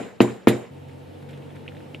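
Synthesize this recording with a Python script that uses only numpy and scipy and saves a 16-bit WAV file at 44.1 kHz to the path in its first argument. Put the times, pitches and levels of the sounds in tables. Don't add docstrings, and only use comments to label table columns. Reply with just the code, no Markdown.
import sys
import numpy as np
from scipy import signal
from scipy.io import wavfile

SR = 44100
rng = np.random.default_rng(int(sys.argv[2]) if len(sys.argv) > 2 else 0)


def dump_mix(stems):
    frames = np.atleast_2d(stems).T
    limited = np.clip(frames, -1, 1)
    pcm = np.round(limited * 32767).astype(np.int16)
    wavfile.write(sys.argv[1], SR, pcm)


def level_to_linear(level):
    exponent = np.asarray(level, float) / 20
    return 10 ** exponent


N = 88200
T = np.arange(N) / SR
SIDES = np.array([[1], [-1]])

# start in seconds, level in dB, tick pitch in Hz, tick level in dB, rattle in dB.
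MALLET_BLOWS = [
    (-.064, -7.5, 2600, -12, -33),
    (0.2051, -6.5, 2700, -10, -33.5),
    (0.4727, -6, 1910, -14.5, -25.5),
]
# pitch in Hz, strength left, strength right, T60 in seconds.
HEAD_MODES = [(296.0, 1.42, 0.464, 0.025), (601.8, 0.372, 0.205, 0.07), (202.3, 0.396, 0.626, 0.07),
              (1244.0, -0.022, -0.056, 0.07), (955.3, -0.057, 0.03, 0.07), (416.0, -0.696, -0.297, 0.028)]
# frequency in Hz, likeness from 0 to 1.
BLOW_LIKENESS = [(60, 0.69), (180, 1), (550, 0.44), (1650, 0.64), (4970, 1), (15000, 0.22)]
AIR_LIKENESS = [(60, 0.26), (180, 0.13), (550, 0.02), (1650, 0.29), (4970, 1), (15000, 0.057)]
# frequency in Hz, left minus right in dB.
ROOM_LEAN = [(60, -4), (150, 2), (380, 4), (950, 0), (2380, -0.5), (5980, -4), (15000, -5)]
HEAD_GLIDE_CYCLES = 0.516
TICK_LEAD_S = 0.0005
RATTLE_LAG_S, RATTLE_RISE_S = 0.0079, 0.0019


def rms_one(x):
    return x / np.sqrt(np.mean(x ** 2) + 1e-20)


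def at_hz(points, hz):
    table_hz, value = np.transpose(points)
    return np.interp(np.log(hz), np.log(table_hz), value)


def lean(hz):
    return at_hz(ROOM_LEAN, hz) / 2 * SIDES


def drift(rate):
    r = np.exp(-80 * np.pi * rate / SR)
    slow = signal.lfilter([1], [1, -2 * r, r * r], rng.standard_normal(N // 40 + 2002))[2000:]
    return np.interp(np.arange(N) / 40, np.arange(len(slow)), rms_one(slow))


def band_filter(order, low_hz, high_hz, x):
    return signal.sosfilt(signal.butter(order, [low_hz, high_hz], "band", fs=SR, output="sos"), x)


def high_pass(hz, x):
    return signal.sosfilt(signal.butter(2, hz, "high", fs=SR, output="sos"), x)


def bands(spectrum, likeness):
    edges = 28 * 2 ** np.arange(0, 9.3, .4)
    white = rng.standard_normal((2, 2, N + 4000))
    out = []
    for k, (low, high) in enumerate(zip(edges, edges[1:])):
        mid, side = band_filter(2, low, high, white[k % 2])[:, 4000:]
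        hz = np.sqrt(low * high)
        alike = np.clip(at_hz(likeness, hz), 0, 1)
        stereo = np.sqrt(1 + alike) * mid + np.sqrt(1 - alike) * side * SIDES
        out.append((hz, level_to_linear(at_hz(spectrum, hz)) * stereo))
    total = np.sqrt(sum(np.mean(b ** 2) for _, b in out))
    return [(hz, b / total) for hz, b in out]


def resonant(hz, width):
    r = np.exp(-np.pi * width / SR)
    poles = [1, -2 * r * np.cos(2 * np.pi * hz / SR), r * r]
    mid, side = signal.lfilter([1, 0, -1], poles, rng.standard_normal((2, N)))
    return rms_one(mid + 1.01 * side * SIDES)


def steep_band(low_hz, high_hz, db):
    mid, side = band_filter(5, low_hz, high_hz, rng.standard_normal((2, N)))
    return level_to_linear(db) * rms_one(mid + 1.17 * side * SIDES)


def swell(s, rise, fall):
    u = np.maximum(T - s, 0)
    return (1 - np.exp(-u / rise)) * np.exp(-u / fall)


def wavelet(s, hz, width):
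    return np.exp(-.5 * ((T - s) / width) ** 2) * np.cos(2 * np.pi * hz * (T - s))


def modes(s, table, rise_cycles, glide_cycles, tilt_db):
    longest_s = 0.31
    u = np.maximum(T - s, 0)
    out = 0
    for hz, left, right, t60 in table:
        turn = 2 * np.pi * (hz * u + glide_cycles * (1 - np.exp(-u / 0.00044)))
        grow = 1 - np.exp(-u * hz / rise_cycles)
        decay = level_to_linear(tilt_db * np.log2(hz / 300) - 60 * u / min(t60, longest_s))
        out = out + np.array([[left], [right]]) * (decay * grow * np.sin(turn))
    return out


def mallet_and_bench():
    # pitch in Hz, strength left, strength right, T60 in seconds.
    bench_modes = [(123.0, -0.12, -0.156, 0.372), (190.4, 0.113, 0.117, 0.173),
                   (218.2, -0.113, -0.124, 0.304), (242.5, -0.137, -0.114, 0.199),
                   (277.1, 0.116, 0.152, 0.268), (325.3, 0.433, 0.24, 0.08), (350.9, 0.186, 0.242, 0.247),
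                   (391.8, 0.06, 0.024, 0.257), (452.2, 0.127, 0.09, 0.226), (482.8, 0.229, 0.01, 0.08),
                   (610.1, 0.154, 0.11, 0.159), (684.7, 0.155, 0.062, 0.08), (799.4, 0.05, 0.013, 0.182),
                   (949.8, -0.008, -0.002, 0.6)]
    tilts = [
        1.5,
        -0.14,
        -0.9,
    ]
    rings = [
        -6.5,
        0.9,
        0.7,
    ]
    contact_hz, bounce_s, bounce_db = 1620, 0.01024, -12.7
    out = 0
    for (s, db, tick_hz, tick_db, _), tilt_db, ring_db in zip(MALLET_BLOWS, tilts, rings):
        knock = modes(s, HEAD_MODES, 0.033, HEAD_GLIDE_CYCLES, 0)
        bounce = modes(s + bounce_s, HEAD_MODES, 0.05, HEAD_GLIDE_CYCLES, 0)
        ring = modes(s, bench_modes, 0.2, 0, tilt_db)
        struck = knock - level_to_linear(bounce_db) * bounce + ring
        soft = signal.lfilter(*signal.butter(1, contact_hz, fs=SR), struck)
        tick = level_to_linear(tick_db) * wavelet(s - TICK_LEAD_S, tick_hz, width=0.0005)
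        out = out + level_to_linear(db + 6.5 + ring_db) * soft + tick
    return out


def contact_crack():
    snap = sum(swell(s - 2 * TICK_LEAD_S, rise=0.00019, fall=0.00073) for s, *_ in MALLET_BLOWS)
    return steep_band(940, 5900, db=-22) * snap


def room_tail():
    # frequency in Hz, level in dB per Hz.
    tail_spectrum = [(24, -72), (40, -36), (103, -10), (359, -2.5), (1080, -20), (2060, -20.5), (7520, -55),
                     (14000, -59.5), (15500, -54)]
    # frequency in Hz, T60 in seconds.
    tail_t60 = [(60, 0.74), (200, 0.3), (600, 0.47), (2000, 0.43), (6000, 0.68), (12000, 0.77)]
    early_db, early_s, early_from_hz = 17.5, 0.0054, 1700
    out = 0
    for hz, noise in bands(tail_spectrum, BLOW_LIKENESS):
        fall = at_hz(tail_t60, hz) / np.log(1000)
        rise = 0.0018 + 1.6 / hz
        early = level_to_linear(early_db) / (1 + (early_from_hz / hz) ** 4)
        shape = 0
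        for s, db, *_ in MALLET_BLOWS:
            shape = shape + level_to_linear(db + 9) * (swell(s, rise, fall) + early * swell(s, rise, early_s))
        out = out + level_to_linear(-24 + lean(hz) + 2.9 * drift(29)) * shape * noise
    return out


def ringing_resonances():
    # pitch in Hz, width in Hz, level in dB, T60 in seconds.
    resonance_modes = [(192.3, 5.9, -35, 0.57), (469, 47, -34.5, 0.62), (6820, 160, -37, 0.1),
                       (7230, 320, -45, 0.47), (4000, 700, -40.5, 0.092), (8660, 820, -51.5, 0.42),
                       (2300, 130, -63, 0.32), (1970, 110, -55, 0.77), (2700, 85, -51.5, 0.31),
                       (3400, 130, -59, 0.17), (3756, 54, -51, 0.44), (11900, 450, -62, 0.16)]
    out = 0
    for hz, width, db, t60 in resonance_modes:
        fall = t60 / np.log(1000)
        shape = sum(level_to_linear(db + blow_db + 8.5) * swell(s + RATTLE_LAG_S, RATTLE_RISE_S, fall)
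                    for s, blow_db, *_ in MALLET_BLOWS)
        out = out + resonant(hz, width) * shape
    return out


def tool_rattle():
    # frequency in Hz, level in dB per Hz.
    rattle_spectrum = [(1180, -38), (2000, 10.5), (4090, 8), (5980, -64), (6930, -9), (11500, 1.5),
                       (14500, -9), (15700, -37)]
    shaken = sum(level_to_linear(db + 5) * swell(s + RATTLE_LAG_S, RATTLE_RISE_S, fall=0.012)
                 for s, *_, db in MALLET_BLOWS)
    noise = sum(level_to_linear(lean(hz)) * b for hz, b in bands(rattle_spectrum, BLOW_LIKENESS) if hz > 1800)
    return shaken * noise


def edge_ticks():
    # start in seconds, peak in dB, pitch in Hz, tail level in dB.
    tick_events = [(.894, -48.5, 1920, -7.5), (1.292, -48.5, 2500, -8), (1.297, -48, 1770, -8),
                   (1.331, -42.5, 2370, -4), (1.335, -46.5, 1660, -14), (1.4218, -51, 3080, -2),
                   (1.503, -47, 1830, -8), (1.565, -42, 1830, -13), (1.663, -41.5, 1690, -19),
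                   (1.6786, -26, 2690, -12.5), (1.72, -41.5, 1680, -17), (1.748, -42, 1900, -15),
                   (1.767, -43, 1800, -5), (1.768, -53, 2950, -22), (1.804, -42, 1860, -15),
                   (1.946, -24, 2620, -15.5)]
    peak_s, tail_s, pan_db = 0.001347, 0.0084, -1
    grain = rng.standard_normal((2, N)) * level_to_linear(4 * drift(250))
    tail = rms_one(band_filter(4, 2050, 3600, grain))
    tail = rms_one(tail[0] + 0.21 * tail)
    out = 0
    for s, db, hz, tail_db in tick_events:
        peak = wavelet(s + peak_s, hz, width=0.00046)
        tick = peak + level_to_linear(tail_db) * swell(s, 0.0012, tail_s) * tail
        out = out + level_to_linear(db + 0.5 + pan_db / 2 * SIDES) * tick
    tap_s, tap_db = 1.947, -34.5
    return out + level_to_linear(tap_db) * modes(tap_s, HEAD_MODES, 0.026, HEAD_GLIDE_CYCLES, 0)


def cloth_rubs():
    # start in seconds, length in seconds, level in dB.
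    rub_events = [
        (0.879, 0.077, -61),
        (1.221, 0.019, -61),
        (1.288, 0.014, -53),
        (1.302, 0.054, -57.5),
        (1.373, 0.012, -56),
        (1.553, .02, -58),
        (1.9426, 0.013, -49.5),
    ]
    # frequency in Hz, level in dB per Hz.
    rub_spectrum = [(1500, 12), (4000, 2), (6000, -7.5), (9500, -5), (15000, -23)]
    stroke = sum(level_to_linear(db + 10.5) * swell(s, length / 6, length / 2) for s, length, db in rub_events)
    rough = level_to_linear(3 * drift(150)) * level_to_linear(3.5 * drift(400))
    return stroke * rough * sum(b for hz, b in bands(rub_spectrum, AIR_LIKENESS) if hz > 1300)


def far_motor():
    # time in seconds, pitch of the third order in Hz, load in dB.
    motor_course = [(0.72, 137.9, -43.5), (0.968, 138.0, -49.5), (1.164, 140.7, -54.5), (1.204, 140.9, -44),
                    (1.422, 140.9, -41), (1.66, 143.4, -50), (1.71, 144, -46.5), (1.91, 144.8, -47),
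                    (2.0, 145.2, -38.5)]
    # order, level against the third in dB, share of the load followed.
    orders = [(2, -3, 0.093), (3, -0.5, 0.7), (4, -13, 0.17), (5, -13, 0.9)]
    s, third_hz, db = np.transpose(motor_course)
    turn = 2 * np.pi * np.cumsum(np.interp(T, s, third_hz) / 3) / SR
    mean_db = db.mean()
    load = np.interp(T, s, db) - mean_db
    out = 0
    for order, own_db, share in orders:
        level = level_to_linear(mean_db + 4.5 + own_db + share * load + 2.3 * drift(19))
        out = out + level * np.sin(order * turn + rng.uniform(0, 6.2) + 0.24 * drift(6.1))
    return out


def hammering_air():
    # frequency in Hz, level in dB per Hz.
    air_spectrum = [(40, -48), (120, -5.5), (200, -0.5), (470, -6), (1000, -15.5), (2600, -21), (5200, -44),
                    (15500, -47)]
    air = level_to_linear(-49) * sum(b for _, b in bands(air_spectrum, AIR_LIKENESS))
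    return air + steep_band(56, 157, db=-70)


def edge_work_air():
    # frequency in Hz, level in dB per Hz.
    air_spectrum = [(70, 15), (300, 13), (700, 1.5), (1200, -4.5), (3200, -6.5), (5500, -25), (7300, -19.5),
                    (15500, -26.5)]
    # pitch in Hz, width in Hz, level in dB.
    hums = [(495, 28.6, -51), (466, 32, -53), (308.4, 19, -53.5), (258.2, 12.5, -53.5), (907, 5.9, -62.5)]
    # time in seconds, level in dB.
    traffic = [(0.72, -44), (0.908, -44), (1.832, -42), (2.0, -43.5)]
    s, db = np.transpose(traffic)
    lift = np.interp(T, s, db - db.mean())
    out = 0
    for hz, b in bands(air_spectrum, AIR_LIKENESS):
        band_lift = lift * 2.7 / (1 + hz / 2500)
        out = out + level_to_linear(band_lift + drift(13)) * b
    out = high_pass(100, level_to_linear(-46) * out)
    for hz, width, level_db in hums:
        out = out + level_to_linear(level_db + lift) * resonant(hz, width)
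    return out + level_to_linear(lift) * steep_band(476, 903, db=-54)


def scene():
    change_s, fade_s = 0.708, 0.0099
    later = np.clip((T - change_s) / fade_s + .5, 0, 1)
    earlier = np.clip((change_s - T) / fade_s + .5, 0, 1)
    blows = mallet_and_bench() + contact_crack() + room_tail() + ringing_resonances() + tool_rattle()
    edge_work = edge_ticks() + cloth_rubs()
    return earlier * (blows + hammering_air()) + later * (edge_work + far_motor() + edge_work_air())


def top_cut(x):
    return signal.sosfilt(signal.butter(12, 15870, fs=SR, output="sos"), x)


def record(dry):
    heard = high_pass(92, dry)
    overloaded = heard / (1 + np.abs(heard) ** 8) ** (1 / 8)
    mix = signal.sosfilt(signal.cheby2(10, 50, 16100, fs=SR, output="sos"), overloaded)
    return top_cut(mix)


dry = scene()
out = record(dry)
dump_mix(out)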